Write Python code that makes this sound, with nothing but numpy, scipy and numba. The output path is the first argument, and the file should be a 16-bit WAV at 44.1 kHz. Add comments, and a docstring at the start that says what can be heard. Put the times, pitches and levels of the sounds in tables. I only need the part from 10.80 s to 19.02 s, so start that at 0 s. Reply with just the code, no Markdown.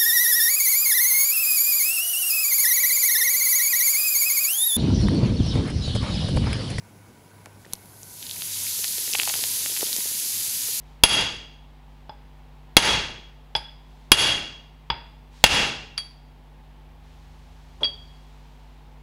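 """Workshop bench: a wooden mallet drives a tubular steel drift into a hub in a vice, heavy blows among light taps.
Contacts are damped modes plus coloured noise, each with a room answer; the loose drift then clinks and rubs a seal.
Sleeves rustle as shaped noise over mains hum, fan air and a brief motor tone.
Gain control ducks on heavy blows, just too late to stop clipping, and the room swells as it recovers."""
import sys
import numpy as np
from scipy import signal
from scipy.fft import rfft, irfft, next_fast_len
from scipy.io import wavfile
from numba import njit

SR = 44100
rng = np.random.default_rng(int(sys.argv[2]) if len(sys.argv) > 2 else 0)


def master(y):
    """Save y as 16-bit WAV."""
    cut = np.clip(np.atleast_2d(y).T, -1, 1)
    pcm = np.round(cut * 32767)  # scale
    wavfile.write(sys.argv[1], SR, pcm.astype(np.int16))


N = 362502

# hum of a mains-driven machine, before the background trim: pitch_hz, level_db
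HUM_PARTIALS = [(49.9, -44), (150, -52), (249.7, -60), (350, -69.5), (450, -71)]
# fan air colour: freq_hz, level_db
AIR_SPECTRUM = [(20, -16), (60, 0.5), (110, -4.5), (200, -6.5), (330, -12), (600, -12), (860, -6),
                (1300, -17.5), (3300, -20.5), (6000, -34), (9000, -37.5), (15500, -36.5)]
# arm movements that rustle a sleeve: start_s, length_s, level_db
RUSTLES = [(0, .12, -71), (1.043, .15, -81), (3.049, .2, -71), (4.501, .13, -58), (6.2, 1.3, -68)]
# cloth colour: freq_hz, level_db
CLOTH_SPECTRUM = [(300, -24), (1500, -0.5), (4000, 2.5), (7000, -5), (10000, -12.5), (15000, -22)]
# mallet contacts: start_s, strength_db, cutoff_hz, drift_db, cap_db
BLOWS = [(0.2363, 17, 9000, -1, 4), (1.2940, -33, 1680, -11, 0), (1.9675, 21, 7420, -1.5, 1),
         (2.7515, -17, 4307, -11.5, -1.5), (2.7625, -31.5, 9000, 2, 0), (3.318, 20, 8570, 2, 2.5),
         (4.1011, -13.5, 3000, -5, 4.5), (4.6400, 21, 7700, -13, -4.5), (4.6629, 7, 8500, -4, -2.5)]
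# wall ovals of the drift in pairs, ends opposed (1) or together (-1): pitch_hz, level_db, t60_s at grip 1, twist
DRIFT_MODES = [(3296, -11, .2, -1), (3325, -16, .07, -1), (4612, -15, .15, 1), (4690, -5, .025, 1),
               (9140, -19, .15, -1), (10955, -8, .11, 1), (11185, -23, .12, -1)]
# hub, seal, vice and bench, damped by mallet and hand: pitch_hz, level_db, t60_s at grip 1
HUB_MODES = [(58, -29, .25), (120, -31, .12), (610, -23, .035), (1610, -17, .015), (835, -14, .045),
             (925, -14, .045), (3370, -14, .045), (3480, -17, .035), (4810, -9, .022), (4990, -10, .03)]
# cap, driven against the tube: pitch_hz, level_db, t60_s at grip 1
CAP_MODES = [(2741, 0, 0.027), (2850, -8.5, 0.05), (2996, -13, 0.0097), (3324, -2, 0.038),
             (6466, -6.5, 0.017), (10960, -6, 0.06)]
# colour of the dense, short-lived modes: freq_hz, level_db
CRACK_SPECTRUM = [(25, -4), (90, -1.5), (300, -3), (1200, -1.5), (2400, 1), (4000, -1.5), (6500, -5.5),
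                  (9000, -10), (15000, -21)]
# room decay: freq_hz, t60_s
ROOM_DECAY = [(80, .75), (400, .65), (1000, 0.55), (3000, 0.6), (6500, 0.52), (11000, 0.36), (16000, 0.39)]
# steel touching steel: start_s, strength_db, edge_db, twist_db
CLINKS = [(5.1732, -36, -22, 0), (5.1782, -13.5, -7.5, 2.5), (7.008, -42.5, -15, -1),
          (7.0324, -20, -28.5, -20.5), (7.0426, -20, -42, 12.5), (7.0496, -22, -38, 8)]
# drift leaving the seal: freq_hz, level_db
RUB_SPECTRUM = [(60, -16.5), (300, -11), (550, -4), (1000, -8.5), (2000, -29), (6000, -35), (14000, -58)]

MOTOR_HZ = 74.8
CLOTH_REST_DB = -76.5  # clothes between movements
RUSTLE_ATTACK_S, RUSTLE_RELEASE_SHARE = 0.066, 0.6  # release as a share of the rustle's length
CLEAN_HIT_HZ, EDGE_DB_PER_OCTAVE = 7900, 20.5  # softer contacts than a clean hit lose their sharp edge
DRIVE_FROM_DB = -5.5  # strength that sets the cap ringing and the bench moving
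HUB_DB, HUB_DAMPING_DB_PER_DB = 6, 0.37  # hub share, and its loss per dB of strength as the mallet presses
THUD_DB, THUD_S = -11, 0.006
CONTACT_RISE_S = 0.00026
CLINK_CUTOFF_HZ = 11400
MODE_GRIP, SEATED_GRIP, LOOSE_GRIP = 0.89, 1.9, 0.94  # decay-rate factors
TOP_HZ, TOP_SLOPE_HZ = 15900, 600  # centre and width of the final treble cut


def amp(db):
    """Decibels to gain."""
    return 10 ** (np.asarray(db) / 20)


def unit(x):
    """Scale to rms 1."""
    return x / np.sqrt(np.mean(x ** 2) + 1e-20)


def along(points, hz):
    """Read (freq_hz, value) points on a log frequency axis."""
    point_hz, values = np.transpose(points)
    return np.interp(np.log(hz + 1), np.log(point_hz + 1), values)


def fade(t, t60_s):
    """Exponential decay of 60 dB in t60_s."""
    return amp(-60 * t / t60_s)


def filtered(x, response):
    """Multiply the spectrum of x by a response of frequency."""
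    size = next_fast_len(len(x) + 8192)  # padded against wrap-around
    spectrum = rfft(x, size) * response(np.fft.rfftfreq(size, 1 / SR))
    return irfft(spectrum, size)[:len(x)]


def noise(spectrum, size):
    """Coloured noise of rms 1."""
    white = rng.standard_normal(size)
    return unit(filtered(white, lambda hz: amp(along(spectrum, hz))))


def add(track, start_s, sound):
    """Mix a sound in at start_s."""
    start = round(start_s * SR)
    track[start:start + len(sound)] += sound[:N - start]


def sine(pitch_hz, t, phase_cycles=0.0):
    """Sine at the given pitch and phase."""
    return np.sin(2 * np.pi * (pitch_hz * t + phase_cycles))


def background(motor_db=-52, motor_start_s=5.95, motor_stop_s=7.4, motor_ramp_s=0.17, trim_db=-3.5, air_db=-55.5):
    """Steady mains partials and fan noise; a motor tone ramps in and out at fixed pitch."""
    t = np.arange(N) / SR
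    hum = sum(amp(level_db) * np.sqrt(2) * sine(pitch_hz, t, rng.random()) for pitch_hz, level_db in HUM_PARTIALS)
    motor_gate = np.clip(np.minimum(t - motor_start_s, motor_stop_s - t) / motor_ramp_s, 0, 1)
    motor = amp(motor_db) * np.sqrt(2) * sine(MOTOR_HZ, t) * motor_gate
    return amp(trim_db) * (hum + motor) + amp(air_db) * noise(AIR_SPECTRUM, N)


def sleeves():
    """Cloth noise swells as an arm moves: quick rise, hold, fall."""
    t = np.arange(N) / SR
    level = amp(CLOTH_REST_DB)
    for start_s, length_s, level_db in RUSTLES:
        rise = (t - start_s) / RUSTLE_ATTACK_S
        fall = 1 - (t - start_s - length_s) / (RUSTLE_RELEASE_SHARE * length_s)
        level = level + amp(level_db) * np.clip(np.minimum(rise, fall), 0, 1)
    return level * noise(CLOTH_SPECTRUM, N)


def contact(hz, cutoff_hz, edge_db, edge_hz=6000):
    """A long contact excites less treble; only a sharp edge reaches the top octaves."""
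    edge = 1 / (1 + (edge_hz / (hz + 1)) ** 12)
    return amp(edge_db * edge) / np.sqrt(1 + (hz / cutoff_hz) ** 3)


def ring(modes, t, touch, grip=MODE_GRIP, scatter_db=2.5):
    """Damped modes, rescattered in strength at every contact; a firmer grip shortens them."""
    onset = 1 - np.exp(-(t / 0.0005) ** 2)
    total = np.zeros(len(t))
    for pitch_hz, level_db, t60_s in modes:
        strength = amp(level_db + scatter_db * rng.standard_normal()) * contact(pitch_hz, *touch)
        total += strength * fade(t * grip, t60_s) * sine(pitch_hz, t, rng.random())
    return onset * total


def drift(t, touch, twist_db, grip):
    """A contact near one rim favours the modes whose two ends move in opposition."""
    modes = [(pitch_hz, level_db + twist * twist_db, t60_s)
             for pitch_hz, level_db, t60_s, twist in DRIFT_MODES]
    return ring(modes, t, touch, grip)


def crack(envelope, touch, low_hz):
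    """Noise for the dense, short-lived modes; small parts radiate no bass."""
    return filtered(envelope * noise(CRACK_SPECTRUM, SR),
                    lambda hz: contact(hz, *touch) * hz / np.hypot(hz, low_hz))


def thud(t):
    """The blow shoves the bench down once, and it springs back."""
    return amp(THUD_DB) * (1 - t / THUD_S) * np.exp(-t / THUD_S)


def reverberate(x, tail_db, early_db, early_t60_s=0.17, gap_s=0.004):
    """Shape steady noise into quick bench reflections and a room tail."""
    hz, frame_s, bins = signal.stft(x, SR, nperseg=256)
    tail_t60_s = along(ROOM_DECAY, hz)[:, None]

    def power(level_db, t60_s):
        """Decaying power, scaled so that level_db sets its total energy."""
        return (amp(level_db) * fade(frame_s, t60_s)) ** 2 * 2 * np.log(1000) / (t60_s * SR)

    shape = np.sqrt(power(tail_db, tail_t60_s) + power(early_db, early_t60_s))
    echo = signal.istft(bins * shape, SR, nperseg=256)[1][:SR]
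    return echo * (1 - np.exp(-(np.arange(SR) / (gap_s * SR)) ** 2))


def strike(metal, touch, low_hz, crack_db, crack_t60_s, tail_db, early_db=-9):
    """A crack and a metal ring, each with its answer from the room."""
    t = np.arange(SR) / SR
    burst = amp(crack_db) * fade(t, crack_t60_s)
    # the room gathers the crack from all directions: an even wash
    wash = reverberate(crack(np.linalg.norm(burst), touch, low_hz), tail_db, early_db)
    room = reverberate(rng.standard_normal(SR), tail_db, early_db)
    echo = signal.fftconvolve(metal, room)[:SR]
    rise = 1 - np.exp(-(t / CONTACT_RISE_S) ** 2)
    return rise * crack(burst, touch, low_hz) + metal + wash + echo


def mallet():
    """Wood cracks on the cap; hub and drift ring, and hard blows also ring the cap and shove the bench."""
    out, t = np.zeros(N), np.arange(SR) / SR
    for start_s, strength_db, cutoff_hz, drift_db, cap_db in BLOWS:
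        edge_db = EDGE_DB_PER_OCTAVE * min(np.log2(cutoff_hz / CLEAN_HIT_HZ), 0)
        touch = cutoff_hz, edge_db
        driven = amp(strength_db) / (amp(strength_db) + amp(DRIVE_FROM_DB))
        seated = amp(drift_db) * drift(t, touch, twist_db=0, grip=SEATED_GRIP)
        cap = amp(cap_db) * driven * ring(CAP_MODES, t, touch)
        hub = amp(HUB_DB - HUB_DAMPING_DB_PER_DB * strength_db) * ring(HUB_MODES, t, touch)
        blow = strike(hub + seated + cap, touch, low_hz=13.0, crack_db=2.0, crack_t60_s=0.027, tail_db=-11.0)
        add(out, start_s, amp(strength_db) * (blow + driven * thud(t)))
    return out


def clinks():
    """The loose drift rings as its cap, and later the hub's rim, touches it."""
    out, t = np.zeros(N), np.arange(SR) / SR
    for start_s, strength_db, edge_db, twist_db in CLINKS:
        touch = CLINK_CUTOFF_HZ, edge_db
        metal = drift(t, touch, twist_db, grip=LOOSE_GRIP)
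        clink = strike(metal, touch, low_hz=1200, crack_db=-6.5, crack_t60_s=0.034, tail_db=-12.5)
        add(out, start_s, amp(strength_db) * clink)
    return out


def seal(start_s=7.0065, length_s=0.044, level_db=-36):
    """Friction noise as the drift rubs briefly on the rubber seal when pulled free."""
    out, t = np.zeros(N), np.arange(SR) / SR
    envelope = np.sqrt(np.abs(np.sin(np.pi * np.minimum(t / length_s, 1))))
    rub = noise(RUB_SPECTRUM, SR) * envelope
    room = reverberate(rng.standard_normal(SR), tail_db=-8, early_db=-11)
    echo = signal.fftconvolve(rub, room)[:SR]
    add(out, start_s, amp(level_db) * (rub + echo))
    return out


def scene():
    """The work at the bench over the sound of the workshop."""
    return np.array([mallet() + clinks() + seal() + sleeves() + background()])


@njit
def follow(allowed, attack, hold, step):
    """Gain that dives towards the allowed value, holds, then climbs back in equal steps."""
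    out, gain, wait = np.empty_like(allowed), 1.0, 0.0
    for i in range(len(allowed)):
        wait -= 1
        if allowed[i] < gain:
            gain += attack * (allowed[i] - gain)
            wait = hold
        elif wait < 0:
            gain = min(gain + step, 1.0)
        out[i] = gain
    return out


def record(dry, limit_db=-3.0, attack_s=0.0006, hold_s=0.041, release_s=0.15, memory_s=0.76, slow_share=0.86):
    """Gain control ducks a little too late, so the onset of a heavy blow clips; the top is cut."""
    allowed = amp(limit_db) / (np.abs(dry[0]) + 1e-9)
    # release_s is the climb from gain 0 to 1
    gain = follow(allowed, 1 / (attack_s * SR), hold_s * SR, 1 / (release_s * SR))
    # a smoothed share of the duck is added and returns slowly
    leak = 1 / (memory_s * SR)
    slow_db = slow_share * signal.lfilter([leak], [1, leak - 1], 20 * np.log10(gain))
    clipped = np.clip(dry[0] * gain * amp(slow_db), -1, 1)
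    return filtered(clipped, lambda hz: np.clip((TOP_HZ - hz) / TOP_SLOPE_HZ + 0.5, 0, 1))[None]


dry = scene()
out = record(dry)
master(out)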